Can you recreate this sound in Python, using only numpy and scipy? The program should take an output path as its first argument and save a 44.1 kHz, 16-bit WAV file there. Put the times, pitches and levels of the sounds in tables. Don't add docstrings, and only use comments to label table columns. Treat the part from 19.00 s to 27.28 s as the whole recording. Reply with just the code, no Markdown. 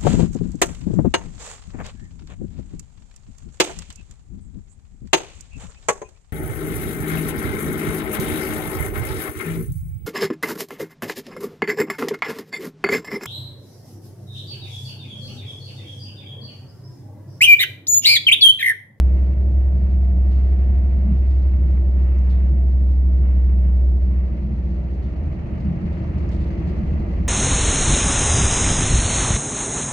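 import sys
import numpy as np
from scipy import signal
from scipy.fft import rfft, irfft
from scipy.io import wavfile
from scipy.ndimage import uniform_filter1d, minimum_filter1d

SR = 44100
rng = np.random.default_rng(int(sys.argv[2]) if len(sys.argv) > 2 else 0)


def inscribe(sig):
    pcm = np.round(np.clip(np.atleast_2d(sig).T, -1, 1) * 32767)
    wavfile.write(sys.argv[1], SR, pcm.astype(np.int16))


def nominal_scale(level):
    x = np.asarray(level, float) / 20
    return 10 ** x


N = 365148

# start_s, turns_per_s
AXLE_SPEED = [(0, 12.9), (.5, 13.23), (.9, 13.22), (1.1, 13.0), (1.7, 13.06), (2.1, 13.02), (2.3, 13.15),
              (2.55, 13.03), (2.9, 12.87), (3.9, 12.9), (4.5, 12.72), (5.1, 12.64), (5.5, 12.44),
              (6.3, 12.4), (7, 12.21), (7.5, 12.2), (7.9, 12.11), (8.3, 11.93)]


def rms_one(x):
    return x / np.sqrt(np.mean(x ** 2) + 1e-20)


def in_time(rows):
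    s, *columns = np.transpose(rows)
    return [np.interp(np.arange(N) / SR, s, c) for c in columns]


def at_hz(points, hz):
    knots_hz, *columns = np.transpose(points)
    return [np.interp(np.log(hz), np.log(knots_hz), c) for c in columns]


def drift(rate_hz):
    step = 40
    settle = 2000
    r = np.exp(-2 * np.pi * rate_hz * step / SR)
    draws = rng.standard_normal(N // step + settle + 2)
    slow = signal.lfilter([1], [1, -2 * r, r * r], draws)[settle:]
    return np.interp(np.arange(N) / step, np.arange(len(slow)), rms_one(slow - slow.mean()))


def bell(at_s, spread_s):
    return np.exp(-.5 * ((np.arange(N) / SR - at_s) / spread_s) ** 2)


def beat(db, depth_db, period_s, loudest_s):
    return db + depth_db * np.cos(2 * np.pi * (np.arange(N) / SR - loudest_s) / period_s)


def bandpass(x, order, low_hz, high_hz):
    return signal.sosfilt(signal.butter(order, [low_hz, high_hz], "band", fs=SR, output="sos"), x)


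def tone(hz):
    cycles = np.cumsum(hz * np.ones(N)) / SR + rng.random()
    return np.sqrt(2) * np.sin(2 * np.pi * cycles)


def ring(clicks, hz, t60_s):
    r = nominal_scale(-60 / (t60_s * SR))
    w = 2 * np.pi * hz / SR
    return signal.lfilter([0, np.sin(w)], [1, -2 * r * np.cos(w), r * r], clicks + 1e-18)


def struck(s, db, pan_db, modes):
    spread_db = 2.2 * rng.standard_normal((len(s), len(modes)))
    out = np.zeros((2, N))
    for k, (hz, mode_db, t60_s) in enumerate(modes):
        clicks = np.zeros((2, N))
        clicks[:, (s * SR).astype(int)] = nominal_scale(db + mode_db + spread_db[:, k] + [pan_db / 2, -pan_db / 2])
        out += ring(clicks, hz, t60_s)
    return out


def diffuse(spectrum):
    # freq_hz, likeness_0_to_1, right_lead_rad, left_minus_right_db
    ports = [(65, .99, -.18, -.5), (130, .985, -.1, 0), (170, .985, 0, 1), (220, .8, .1, -.8),
             (340, .76, 0, 1.3), (430, .52, -.1, 1.8), (600, .46, .4, -.7), (950, .28, 1.3, 0),
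             (1400, .22, 2.5, -2), (2000, .1, 4.9, -.4), (2800, .15, 4.9, 3.5), (3600, .2, 9.4, 1),
             (4700, .28, 12.5, 0), (5200, .28, 15.7, 0), (7500, .05, 20, 2), (9500, .02, 20, .5),
             (12500, .02, 20, 3)]
    hz = np.arange(1, N // 2 + 2) * SR / N
    in_band = (hz > spectrum[0][0]) * (hz < spectrum[-1][0])
    gain = nominal_scale(at_hz(spectrum, hz)[0]) * in_band
    alike, lead_rad, pan_db = at_hz(ports, hz)
    alike = np.clip(alike, 0, 1)
    shared, apart = rfft(rng.standard_normal((2, N))) * gain * np.sqrt([1 + alike, 1 - alike])
    turn = nominal_scale(pan_db / 2) * np.exp(-.5j * lead_rad)
    both = irfft([(shared + apart) * turn, (shared - apart) / turn], N)
    return both / both.mean(axis=0).std()


def boom():
    # start_s, level_db
    boom_level = [(0, -13), (.2, -16.5), (.4, -17.5), (.6, -15.5), (.8, -17), (1.4, -15), (1.7, -16.5),
                  (3.8, -15.5), (4.8, -15), (5.2, -18.5), (5.4, -26.5), (5.7, -22.5), (6.3, -31),
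                  (6.85, -44), (7.3, -24.5), (7.7, -29.5), (7.9, -29.5), (8.3, -23)]
    return nominal_scale(in_time(boom_level)[0]) * tone(5 * in_time(AXLE_SPEED)[0])


def wheels(recorder_db):
    # multiple, level_db, depth_db, period_s, loudest_s
    out_of_step = [(3, -47, 5.5, 3, 5), (4, -43.5, 5, 12, 1.1), (6, -45.5, 7, 6.3, 2),
                   (8, -43.5, 7, 11, 0.15), (2, -57, 9.5, 19, 1.8), (10, -48, 2, 3.1, 6.7),
                   (11, -52, 8, 3.3, 6.5)]
    # multiple, level_db
    weak_tones = [(7, -54), (9, -49.5), (12, -51), (13, -51), (14, -45.5), (15, -49.5), (22, -56),
                  (24, -54.5), (26, -58), (27, -56.5), (30, -62.5)]
    turns = in_time(AXLE_SPEED)[0]
    strong = sum(nominal_scale(beat(*swing) + 1.3 * drift(0.69)) * tone(round(k) * turns) for k, *swing in out_of_step)
    weak = sum(nominal_scale(db + 2.3 * drift(0.97)) * tone(k * turns) for k, db in weak_tones)
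    return nominal_scale(recorder_db) * (strong + weak)


def machine(recorder_db):
    # pitch_hz, level_db, wander_db
    side_tones = [(43.1, -44, 3), (112.5, -56.5, 5), (183.0, -44.5, 2), (337.5, -54.5, 3)]
    hum_db = beat(-33.5, depth_db=0.1, period_s=1.9, loudest_s=2.8) + 0.84 * drift(9.9)
    hum = nominal_scale(hum_db) * tone(77.05)
    steady = sum(nominal_scale(db + wander_db * drift(1.1)) * tone(hz) for hz, db, wander_db in side_tones)
    return nominal_scale(recorder_db) * (hum + steady)


def ribs(recorder_db):
    # multiple, level_db
    rib_multiples = [(10, 2), (12, -3), (13, -1), (14, -3), (15, -4)]
    ribs_per_turn, rib_db = 3.71, -56
    per_s = ribs_per_turn * uniform_filter1d(in_time(AXLE_SPEED)[0], size=2 * SR, mode="nearest")
    fade_db = np.interp(np.arange(N) / SR, [2.0, 2.54], [0, 8.5])
    level_db = rib_db - fade_db + 0.39 * recorder_db
    out = np.zeros((2, N))
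    for k, (multiple, db) in enumerate(rib_multiples):
        line = nominal_scale(level_db + db + 3.0 * drift(2.2)) * tone(multiple * per_s + 2.6 * drift(3.5))
        side = (-1) ** k
        out += line * nominal_scale([[0.41 * side], [-2.5 * side]])
    return out


def rumble(slow_db):
    # freq_hz, level_db_per_hz
    rumble_colour = [(90, -31), (115, -9.5), (135, -4), (160, -2.5), (185, -3.5), (215, -2), (245, -23),
                     (280, -39.5)]
    # crest_s, crest_db
    brief_swells = [(0.761, -37.5), (1.69, -36), (2.0, -35), (2.11, -30), (2.63, -35.5), (3.0, -42.5),
                    (3.52, -35), (3.76, -36), (4.03, -40), (4.2, -40), (4.65, -43), (5.15, -36.5), (5.3, -38),
                    (5.5, -32.5), (5.68, -34), (5.85, -42), (6.3, -41.5), (6.52, -35.5), (6.71, -30.5),
                    (6.86, -38), (7.15, -41.5), (7.28, -36), (7.41, -36), (7.67, -33.5), (7.79, -34),
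                    (7.93, -35), (8.12, -37.5)]
    steady = nominal_scale(-37 + 0.39 * slow_db - 0.4 * drift(14))
    swells = sum(nominal_scale(db) * bell(s, spread_s=0.039) for s, db in brief_swells)
    return (steady + swells) * diffuse(rumble_colour)


def drone(slow_db):
    # freq_hz, level_db_per_hz
    drone_colour = [(140, -29.5), (235, -1), (252, -6), (334, -0.5), (437, -11), (620, -9.5), (709, -14),
                    (835, -19.5), (950, -23.5), (1240, -50.5), (2090, -120)]
    return nominal_scale(-41 + 0.77 * slow_db + 0.28 * drift(11)) * diffuse(drone_colour)


def sway(recorder_db):
    # freq_hz, level_db_per_hz
    sway_colour = [(16, -22.5), (35, -7), (55, -2), (70, 4.5), (80, 2.5), (90, -9.5), (115, -7), (140, -28)]
    return nominal_scale(-35 + recorder_db) * diffuse(sway_colour)


def roar(load_db):
    # freq_hz, level_db_per_hz
    roar_colour = [(600, -28.5), (900, -3), (1030, -4), (1160, -2), (1510, -8), (2020, -4), (2400, -8.5),
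                   (2730, -10.5), (3050, -16), (3350, -24), (3900, -40.5)]
    once_a_turn = tone(in_time(AXLE_SPEED)[0])
    flicker_db = 0.66 * drift(1.5) + 0.97 * drift(40) + 0.18 * once_a_turn
    return nominal_scale(load_db + flicker_db) * diffuse(roar_colour)


def rush(slow_db):
    # freq_hz, level_db_per_hz
    rush_colour = [(2900, -32), (3300, -0.5), (3600, -4.5), (3900, -1), (4300, -1), (4700, -4),
                   (5200, -7.5), (5800, -7.5), (6500, -10.5), (7200, -15.5), (8000, -19), (9000, -24.5),
                   (11000, -43)]
    return nominal_scale(-71.5 + 0.72 * slow_db + 0.55 + 1.5 * drift(35)) * diffuse(rush_colour)


def hiss(recorder_db):
    # freq_hz, level_db_per_hz
    hiss_colour = [(6000, -9), (8000, -4), (10000, -4), (12200, 0), (14000, -1), (16500, -1)]
    return nominal_scale(-90 + .4 * recorder_db) * diffuse(hiss_colour)


def whistle():
    closes_s, closing_db_per_s = 3.3, 27.5
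    hz = 6300 + 620 * bell(2.05, 1.1)
    closing_db = closing_db_per_s * np.maximum(np.arange(N) / SR - closes_s, 0)
    last_gasp_db = 9 * bell(closes_s, .022)
    db = -81.5 - 5 * bell(1.7, .55) - closing_db + last_gasp_db
    return [nominal_scale(db - 1.5 + 3.5 * drift(18)) * tone(hz + 45 * drift(90)) for side in "LR"]


def rubs():
    # start_s, level_db, t60_s
    rub_events = [(0.821, -74.5, 0.41), (.9, -67.5, 0.23), (1.311, -63.5, 0.65), (1.431, -70.5, 0.73),
                  (2.169, -68, 0.32), (2.301, -64, 0.44), (2.381, -72, 0.23), (2.42, -69, 0.29),
                  (2.7, -69.5, 0.81), (3.293, -61, .4), (6.022, -65.5, 0.45), (6.6, -65, 0.23),
                  (6.918, -65, 0.5), (7.072, -66.5, .2), (7.178, -62.5, 0.34), (7.312, -56, 0.36),
                  (7.4, -63.5, .4), (7.58, -66, 0.28), (7.673, -62.5, 0.5)]
    # freq_hz, level_db_per_hz
    rub_colour = [(1900, -25), (2500, -1), (3500, 0), (4400, 1), (5500, -7), (7000, -12), (8800, -17),
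                  (10000, -32), (14000, -36), (16000, -46)]
    attack_s = 0.0036
    t = np.arange(N) / SR
    strength = np.zeros(N)
    for s, db, t60_s in rub_events:
        age_s = t[round(s * SR):] - s
        strength[-len(age_s):] += nominal_scale(db - 60 * age_s / t60_s) * np.clip(age_s / attack_s, 0, 1)
    return strength * nominal_scale(1.6 * drift(70)) * diffuse(rub_colour)


def pings():
    # start_s, peak_db, pitch_hz, left_minus_right_db
    panel_pings = [(1.321, -70, 7640, 1.5), (7.181, -58.5, 4300, 1.5), (7.196, -62, 4950, 2),
                   (7.291, -61, 5250, 6), (7.291, -60, 4250, 6), (7.315, -66, 6950, 3),
                   (7.317, -66, 7850, 2)]
    out = np.zeros((2, N))
    click = np.zeros(3000)
    click[0] = 1
    for s, db, hz, pan_db in panel_pings:
        at = round(s * SR)
        level = nominal_scale(db + np.array([[pan_db], [-pan_db]]) / 2)
        out[:, at:at + len(click)] += level * ring(click, hz, t60_s=0.025)
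    return out


def clinks():
    # start_s, peak_db
    clink_events = [(1.33, -72.5), (3.296, -69), (3.303, -65), (3.309, -60.5), (3.316, -63), (3.323, -63),
                    (3.329, -66), (3.339, -66), (3.348, -65), (3.356, -66.5), (6.033, -67.5), (6.047, -67),
                    (6.93, -66.5), (7.32, -66), (7.42, -64)]
    # pitch_hz, level_db, t60_s
    fitting_modes = [(2520, 3, .12), (2750, 1, .1), (3050, -1, .1), (3424, -2, .2), (3540, -3, .1),
                     (3661, -1, .3), (3887, -6, .25), (4135, 1, .06), (4350, -3, .05), (4650, -4, .04),
                     (5730, -12, .06), (6350, -9, .06)]
    s, db = np.transpose(clink_events)
    return bandpass(struck(s, db - 3.5, np.full(len(s), 1.5), fitting_modes), 3, 2200, 6900)


def bumps():
    # start_s, peak_db, pitch_hz
    rail_bumps = [(1.979, -30, 210), (2.027, -26, 164), (2.082, -20.5, 183), (2.111, -11, 181.4),
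                  (4.463, -22, 177), (6.644, -16.5, 192), (6.673, -11, 167), (7.16, -16, 183),
                  (7.675, -19, 176), (7.992, -17.5, 198), (8.198, -14, 186)]
    out = np.zeros(N)
    for s, db, hz in rail_bumps:
        push = np.zeros(N)
        push[round(s * SR)] = nominal_scale(db - 5.5)
        out += ring(push, hz, t60_s=0.17)
    return bandpass(out, 2, 110, 300)


def ticks():
    # start_s, peak_db, left_minus_right_db
    trim_ticks = [(3.1857, -56, 6), (7.0753, -67, 1), (7.197, -62, 2), (7.292, -50, 10)]
    # pitch_hz, level_db, t60_s
    trim_modes = [(4400, -16, .01), (4950, -3, 0.012), (6130, -5, 0.01), (5550, -7, .008),
                  (6600, -10, .008), (9200, -30, .004)]
    s, db, pan_db = np.transpose(trim_ticks)
    return bandpass(struck(s, db + 2.0, pan_db, trim_modes), 3, 4200, 7800)


def scene():
    # start_s, level_db
    wheel_load = [(0, -56.5), (.35, -58.5), (1.2, -60), (1.4, -57), (1.65, -57.5), (2.93, -59),
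                  (3.07, -55.5), (3.37, -56), (3.6, -59), (4.2, -60), (4.24, -55.5), (4.44, -56.5),
                  (4.47, -58.5), (4.97, -60.5), (5.12, -56), (5.65, -58.5), (7.1, -52), (8.28, -51.5)]
    load_db = in_time(wheel_load)[0]
    slow_db = uniform_filter1d(load_db, size=SR, mode="nearest") - load_db.mean()
    recorder_db = np.interp(np.arange(N) / SR, [5.8, 6.5], [0, 5.5])
    floor = boom() + wheels(recorder_db) + machine(recorder_db) + bumps()
    right_lag = 19
    late = np.r_[np.full(right_lag, floor[0]), floor[:-right_lag]]
    below = np.array([nominal_scale(0.97) * floor, nominal_scale(1.43) * late])
    rolling = rumble(slow_db) + drone(slow_db) + sway(recorder_db) + roar(load_db) + rush(slow_db)
    air = hiss(recorder_db) + whistle()
    trim = rubs() + pings() + clinks() + ticks()
    return below + ribs(recorder_db) + rolling + air + trim


def treble_sags(dry):
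    # start_s, depth_db
    deep_sags = [(0.348, 5.5), (0.371, 4.6), (0.395, 8), (0.535, 4.9), (0.581, 5.1), (0.673, 7.5),
                 (0.697, 4), (0.743, 6), (1.001, 8.5), (1.068, 10), (1.161, 4.5), (1.554, 5.5), (1.581, 6),
                 (2.065, 4.5), (2.184, 4), (2.508, 5), (2.58, 5), (2.624, 8), (2.648, 3), (2.785, 6),
                 (2.833, 5.6), (2.879, 4), (2.903, 7.5), (2.924, 6.2), (3.137, 5), (3.366, 11.5),
                 (3.506, 10.5), (3.648, 8), (3.716, 4), (3.762, 8.5), (3.856, 3.5), (3.949, 7.5),
                 (4.041, 6.5), (4.089, 5), (4.202, 7.5), (4.227, 11), (4.343, 4.9), (4.46, 8), (4.482, 6.5),
                 (4.552, 6), (4.575, 5.5), (4.717, 8), (4.739, 1.5), (4.829, 5), (4.948, 8), (4.993, 6),
                 (5.292, 3.5), (5.479, 5), (6.157, 4), (6.669, 2), (6.714, 3), (6.891, 4), (7.232, 5),
                 (7.495, 7), (7.826, 5)]
    sag_edges_hz = [1500, 3000, 4800, 7000]
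    frame, width = 1024, 250
    joints = N // frame + 1
    s, db = np.transpose(deep_sags)
    deep_at = np.round(s * SR / frame).astype(int)
    above = [signal.sosfiltfilt(signal.butter(2, hz, "high", fs=SR, output="sos"), dry) for hz in sag_edges_hz]
    above.append(0)
    out = dry - above[0]
    for wide, narrow in zip(above, above[1:]):
        joint_db = 3.2 * rng.exponential(1, joints) / 2
        joint_db[deep_at] = 1.5 * db * (1 + .9 * rng.uniform(-0.61, 1, len(s)))
        depth_db = np.zeros(N)
        depth_db[::frame] = joint_db
        depth_db = width * uniform_filter1d(uniform_filter1d(depth_db, size=width), size=width)
        out = out + nominal_scale(-depth_db) * (wide - narrow)
    return out


def low_pass(x):
    return signal.sosfilt(signal.butter(12, 15719, fs=SR, output="sos"), x)


def record(dry):
    ceiling = .4
    room_left = np.minimum(1, ceiling / (np.abs(dry).max(axis=0) + 1e-9))
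    held = minimum_filter1d(room_left, size=1800)
    gain = uniform_filter1d(uniform_filter1d(held, size=900), size=900)
    return low_pass(gain * treble_sags(dry))


dry = scene()
out = record(dry)
inscribe(out)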